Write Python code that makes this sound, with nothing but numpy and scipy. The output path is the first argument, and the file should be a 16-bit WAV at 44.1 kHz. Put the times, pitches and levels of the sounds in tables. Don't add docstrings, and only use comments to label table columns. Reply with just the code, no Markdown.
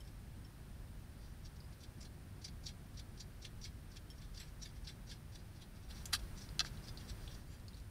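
import sys
import numpy as np
from scipy import signal
from scipy.fft import rfft, irfft
from scipy.io import wavfile

SR = 44100
rng = np.random.default_rng(int(sys.argv[2]) if len(sys.argv) > 2 else 0)


def unload_wav(signal):
    wavfile.write(
        sys.argv[1],
        SR,
        np.round(np.clip(np.atleast_2d(signal).T, -1, 1) * 32767).astype(np.int16),
    )


N = 348390
TIME = np.arange(N) / SR
BURST_TIME = np.arange(-SR // 4, SR // 4) / SR

# (time [s], break level [dB], break rise [s], centre [Hz], crackle [dB],
# grip level [dB], crumbling delay [s], crumbling level [dB], crumbling fall [s])
BITES = [ (1.837, -66, .006, 4900, -8, -62, 0.0033, -55, 0.0059),
         (2.011, -53.5, 0.0035, 6200, -12, -73, .044, -56, .007),
         (2.449, -43, 0.0035, 5300, -13.5, -60, 0.035, -53.5, .007),
         (2.667, -42.5, 0.0056, 5200, -20, -59, 0.022, -52, .013),
         (2.973, -52, .0015, 4870, -17, -68, 0.025, -50, 0.0053),
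         (3.205, -47.5, 0.0053, 5100, -12, -60, .005, -59, 0.0077),
         (3.452, -47.5, .004, 3860, -15, -55, 0.0027, -53, 0.0072),
         (3.646, -47.5, .009, 5300, -22, -56.5, 0.0087, -51, 0.016),
         (3.966, -59, .006, 4700, -8, -66, 0.0053, -51, 0.0052),
         (4.185, -62.5, .005, 5400, -14, -74, 0.037, -58, .007),
         (4.377, -50.5, .006, 4700, -12, -57, 0.026, -51, 0.025),
         (4.63, -46, 0.0075, 5750, -18, -68, 0.029, -50.5, .011),
         (4.876, -46.5, 0.0044, 4700, -15, -59, .015, -52, 0.017),
         (5.102, -52, 0.0078, 4900, -9, -62, 0.014, -51, 0.02),
         (5.354, -59, .006, 5000, -11, -63, 0.0044, -55.5, 0.0078)]


def chewing(grip_lead_s=.028):
    out = np.zeros(N)
    for s, db, rise, centre_hz, crackle_db, grip_db, delay, crumble_db, crumble_fall in BITES:
        out += crunch(s - grip_lead_s, grip_db, centre_hz=5300, rise=0.0043, fall=.015, crackle_db=-13)
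        out += crunch(s, db, centre_hz, rise, fall=0.01, crackle_db=crackle_db)
        out += crunch(s + delay, crumble_db, centre_hz=4450, rise=0.0063, fall=crumble_fall,
                      crackle_db=-2.5)
    return out


# (frequency [Hz], width [Hz], level [dB])
SHELTER_MODES = [(1646, 105, 4), (2255, 190, 3.5), (2710, 210, 0), (3240, 85, 3), (3510, 77, 4),
                 (3970, 100, 0.5), (4190, 46, 3), (4656, 290, 0.5), (5140, 150, 0), (5610, 360, 0.5),
                 (6100, 43, -2), (6900, 270, -33), (7280, 730, -2.5), (7700, 740, -2), (10100, 1500, -6),
                 (11300, 1800, -9), (13600, 2400, -20)]


def crunch(s, db, centre_hz, rise, fall, crackle_db, vary_db=2.0, ring_up_s=.0015):
    hz, width, mode_db = np.transpose(SHELTER_MODES)
    envelope = swell(rise, fall)
    cracks = resonate(grains(per_s=4500, spread_db=4.0) * envelope, hz=6400, width_hz=7000)
    octaves = np.log2(hz / centre_hz)
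    reach_octaves = np.where(octaves < 0, 0.39, 0.26)
    mouth = np.exp(-.5 * (octaves / reach_octaves) ** 2) + from_db(crackle_db)
    strength_db = mode_db + 20 * np.log10(mouth) + vary_db * rng.standard_normal(len(hz))
    burst = walls(ring(cracks, zip(hz, width, strength_db)), t60=0.06, wet_db=-6.0)
    out = np.zeros(N)
    add_burst(out, at_level(burst, envelope, db), s - ring_up_s)
    return out


# (time [s], level [dB], rise and fall [s], centre [Hz], crackle [dB])
NIBBLES = [(0.079, -61, .006, 6000, -1), (1.249, -68.5, 0.057, 4700, -18), (1.461, -56.5, .011, 5430, -12),
           (1.567, -64, .006, 5200, -18), (1.732, -63, .005, 5200, -8), (2.03, -56, .006, 6500, 1),
           (3.919, -62, 0.0092, 5400, -14), (4.766, -65, 0.017, 4600, 6), (5.623, -57, .013, 4100, -10),
           (5.911, -53, 0.0097, 4050, -6), (5.975, -59, 0.036, 5000, -7), (6.195, -56.5, .007, 4130, -4),
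           (6.384, -56, 0.013, 5750, -18), (6.42, -54.5, 0.018, 5600, -7), (6.666, -49.5, 0.013, 4450, -2),
           (6.848, -59, 0.013, 5700, -20), (6.885, -51, .012, 4730, -8), (7.009, -57.5, 0.013, 4450, 1),
           (7.098, -51, 0.013, 5270, -12), (7.225, -64, .033, 4550, -13), (7.321, -59.5, 0.021, 4500, -15),
           (7.351, -57, .008, 5140, -11), (7.53, -63.5, 0.032, 4430, 8)]


def nibbling():
    return sum(crunch(s, db, hz, fade, fade, crackle_db) for s, db, fade, hz, crackle_db in NIBBLES)


# (time [s], level [dB], pitch [Hz], width [Hz], fall [s], crackle [dB])
FOOD_SNAPS = [(1.604, -59.5, 4880, 500, 0.011, -22), (1.642, -64, 4950, 600, .007, -16),
              (6.056, -38.5, 6100, 2000, 0.0032, 14), (6.490, -51.5, 4630, 1000, 0.0034, -20),
              (6.773, -54, 3500, 1400, 0.0034, -22), (6.974, -48, 4260, 1300, 0.007, -26),
              (7.277, -44, 3400, 800, 0.002, -30), (7.599, -60, 4500, 2000, .002, -2),
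              (7.682, -50.5, 4630, 1400, 0.0049, -13), (7.732, -60, 3780, 1000, 0.0056, -20),
              (7.744, -57, 4480, 900, 0.0063, -17), (7.770, -57, 3700, 1400, .003, -13),
              (7.800, -57, 4500, 2000, .002, -5)]


def snaps():
    out = np.zeros(N)
    for s, db, hz, width_hz, fall, crackle_db in FOOD_SNAPS:
        envelope = swell(.0001, fall)
        cracks = with_tap(grains(per_s=12000, spread_db=7.0) * envelope, tap_db=-4.0)
        tone = band(cracks, hz, width_hz)
        crackle = band(cracks, hz=5500, width_hz=6000)
        snap = walls(tone + from_db(crackle_db) * crackle, t60=0.083, wet_db=-7)
        add_burst(out, at_level(snap, envelope, db), s)
    return out


def crumbs(from_s=4.3, to_s=7.85, per_s=5, db=-66, spread_db=1):
    out = np.zeros(N)
    for slot_s in np.arange(from_s, to_s, 1 / per_s):
        shift, size = rng.uniform(-1, 1, 2)
        s = slot_s + .5 * shift / per_s
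        out += crunch(s, db + spread_db * size, centre_hz=4900, rise=0.014, fall=0.014, crackle_db=-9)
    return out


# (time [s], level [dB], rise [s], fall [s], thock [dB], scratch [dB], tap [dB])
CLAW_STRIKES = [(6.1316, -30.5, 0.0023, 0.0046, 4.5, 8, -10), (6.135, -29.5, 0.0016, 0.0066, 6.5, 13, -25),
                (6.139, -32, .0015, 0.004, -2, -6, 1), (6.1495, -34, 0.0044, 0.0053, -11, 8, -14),
                (6.159, -44, 0.005, 0.0044, -13, 4, -14), (6.5936, -24.5, .0001, 0.0036, -6.5, -4, 3.5),
                (6.6038, -28, 0.0016, 0.0015, -16, -13, -2), (6.605, -30.5, 0.0029, 0.0035, 3.5, -8, -6),
                (6.648, -44.5, 0.0013, 0.0063, 16, -6, 5)]
# (frequency [Hz], width [Hz], level [dB])
STEP_MODES = [(733, 90, -9), (1257, 75, -4), (1630, 110, -0.5), (2040, 200, -10), (2656, 75, -3.5),
              (3110, 180, -2), (3460, 110, -3), (4040, 130, 4.5), (4665, 97, 3), (5300, 140, -4),
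              (5700, 104, -4.5), (7500, 1100, -22.5), (9100, 550, -15.5), (10400, 1600, -22),
              (12900, 2500, -27.5)]


def claws(thock_below_hz=2300, scratch_above_hz=6500, rasp_db=-8, low_cut_hz=700):
    out = np.zeros(N)
    for s, db, rise, fall, thock_db, scratch_db, tap_db in CLAW_STRIKES:
        envelope = swell(rise, fall)
        force = with_tap(grains(per_s=9000, spread_db=1.0) * envelope, tap_db)
        modes = [(hz, width,
                  mode_db + thock_db * (hz < thock_below_hz) + scratch_db * (hz > scratch_above_hz))
                 for hz, width, mode_db in STEP_MODES]
        rasp = band(force, hz=3600, width_hz=4500)
        scuff = rms_one(ring(force, modes)) + from_db(rasp_db) * rms_one(rasp)
        scuff = walls(scuff, t60=0.051, wet_db=-8.5)
        add_burst(out, at_level(scuff, envelope, db), s)
    return signal.sosfilt(signal.butter(2, low_cut_hz, "high", fs=SR, output="sos"), out + 1e-18)


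# (time [s], level [dB], gain of all modes but the second [dB], pitch [ratio])
GATE_TOUCHES = [(.005, -57.5, -1.5, 0.99), (.05, -65, -16, 1), (.447, -60, -10, 1.002),
                (4.102, -52.5, -4.5, 1.01)]
# (frequency [Hz], width [Hz], level [dB])
WIRE_MODES = [(3140, 68, 3), (5380, 63, 2), (6700, 150, -12), (8000, 160, -10), (10200, 220, -10.5),
              (11600, 200, -12)]


def gate():
    out = np.zeros(N)
    envelope = swell(rise=0.00024, fall=0.0099)
    for s, db, others_db, ratio in GATE_TOUCHES:
        graze = with_tap(grains(per_s=5000, spread_db=3.8) * envelope, tap_db=-2.0)
        modes = [(hz * ratio, width, mode_db + others_db * (k != 1))
                 for k, (hz, width, mode_db) in enumerate(WIRE_MODES)]
        add_burst(out, at_level(ring(graze, modes), envelope, db), s)
    return out


def walls(x, t60, wet_db):
    t = TIME[:SR // 8]
    tail = rng.standard_normal(len(t)) * from_db(-60 * t / t60) * (t > .002)
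    return x + from_db(wet_db) * signal.fftconvolve(x, tail / np.linalg.norm(tail))[:len(x)]


# (frequency [Hz], relative density [dB])
RUMBLE_SPECTRUM = [(15, -8), (30, -2), (48, 1), (75, -2.5), (100, -7), (140, -23.5)]
DRONE_SPECTRUM = [(60, -15.5), (100, -0.5), (160, -4.5), (230, -9.5), (290, -14.5), (370, -16),
                  (450, -26.5), (800, -28), (2000, -47)]
# (time [s], level before trim and lift [dB])
DRONE_SWELLS = [(0.0, -58.5), (0.53, -57.5), (1.82, -58.5), (2.0, -56.5), (4.29, -59), (5.28, -57.5),
                (5.59, -58), (6.84, -55), (7.9, -60)]


def distance(drone_trim_db=0.16):
    rumble = lifted_gain(-54, lift_db=3.5) * noise(RUMBLE_SPECTRUM)
    drone_db = np.interp(TIME, *np.transpose(DRONE_SWELLS)) + drone_trim_db
    drone = lifted_gain(drone_db, lift_db=1.0) * noise(DRONE_SPECTRUM)
    return rumble + drone


# (frequency [Hz], relative density [dB])
HISS_SPECTRUM = [(100, -6), (500, 3), (1000, -1), (1600, -1), (2300, -5), (3500, -7.5), (5000, -8),
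                 (7000, -13.5), (9000, -11), (11000, -12.5), (13500, -17.5), (16000, -9.5)]
# (frequency [Hz], width [Hz], level [dB])
HISS_BANDS = [(1570, 520, 1), (9100, 300, 1.5), (12440, 430, -2.5)]
# (frequency [Hz], level [dB])
HUM_TONES = [(49, -67.5), (100, -66.5), (150, -68.5), (200, -80.5), (300, -87.5)]


def camera_noise(whine_db=-8):
    whine = rms_one(ring(rng.standard_normal(N), HISS_BANDS))
    hiss = lifted_gain(-66.5, lift_db=4) * (noise(HISS_SPECTRUM) + from_db(whine_db) * whine)
    hum = sum(np.sqrt(2) * from_db(db) * np.sin(2 * np.pi * (hz * TIME + rng.random()))
              for hz, db in HUM_TONES)
    return hiss + hum


def lifted_gain(db, lift_db, from_s=5.89, to_s=7.40, ramp_s=0.016):
    inside_s = np.minimum(TIME - from_s, to_s - TIME)
    return from_db(db + lift_db * np.clip(.5 + inside_s / ramp_s, 0, 1))


def noise(spectrum):
    hz, db = np.transpose(spectrum)
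    bins = np.maximum(np.fft.rfftfreq(N, 1 / SR), 1)
    gain = from_db(np.interp(np.log(bins), np.log(hz), db, left=-np.inf, right=-np.inf))
    return rms_one(irfft(rfft(rng.standard_normal(N)) * gain, N))


def swell(rise, fall):
    return np.exp(-np.abs(BURST_TIME) / np.where(BURST_TIME < 0, rise, fall))


def grains(per_s, spread_db):
    n = len(BURST_TIME)
    sizes = from_db(spread_db * np.clip(rng.standard_normal(n), -2, 2)) * rng.choice([-1, 1], n)
    return sizes * (rng.random(n) < per_s / SR)


def with_tap(clicks, tap_db):
    return clicks + from_db(tap_db) * np.linalg.norm(clicks) * (BURST_TIME == 0)


def resonate(x, hz, width_hz):
    r = np.exp(-np.pi * width_hz / SR)
    feedback = [1, -2 * r * np.cos(2 * np.pi * hz / SR), r * r]
    return signal.lfilter(np.array([1, 0, -1]) * (1 - r * r) / 2, feedback, x + 1e-18)


def band(x, hz, width_hz):
    return resonate(resonate(x, hz, width_hz), hz, width_hz)


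def ring(x, modes):
    return sum((-1) ** k * from_db(db) * np.sqrt(width) * rms_one(resonate(x, hz, width))
               for k, (hz, width, db) in enumerate(modes))


def at_level(sound, envelope, db):
    return from_db(db) * rms_one(sound) * np.sqrt(np.mean(envelope ** 2))


def add_burst(out, burst, s):
    start = round((s + BURST_TIME[0]) * SR)
    first, last = max(start, 0), min(start + len(burst), N)
    out[first:last] += burst[first - start:last - start]


def from_db(db):
    return 10 ** (np.asarray(db) / 20)


def rms_one(x):
    return x / np.sqrt(np.mean(x ** 2) + 1e-20)


def scene():
    background = distance() + camera_noise()
    return (background + chewing() + nibbling() + snaps() + claws() + gate() + crumbs())[None]


def record(dry, cutoff_hz=15600):
    return signal.sosfilt(signal.ellip(12, .1, 80, cutoff_hz, fs=SR, output="sos"), dry)


dry = scene()
out = record(dry)
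unload_wav(out)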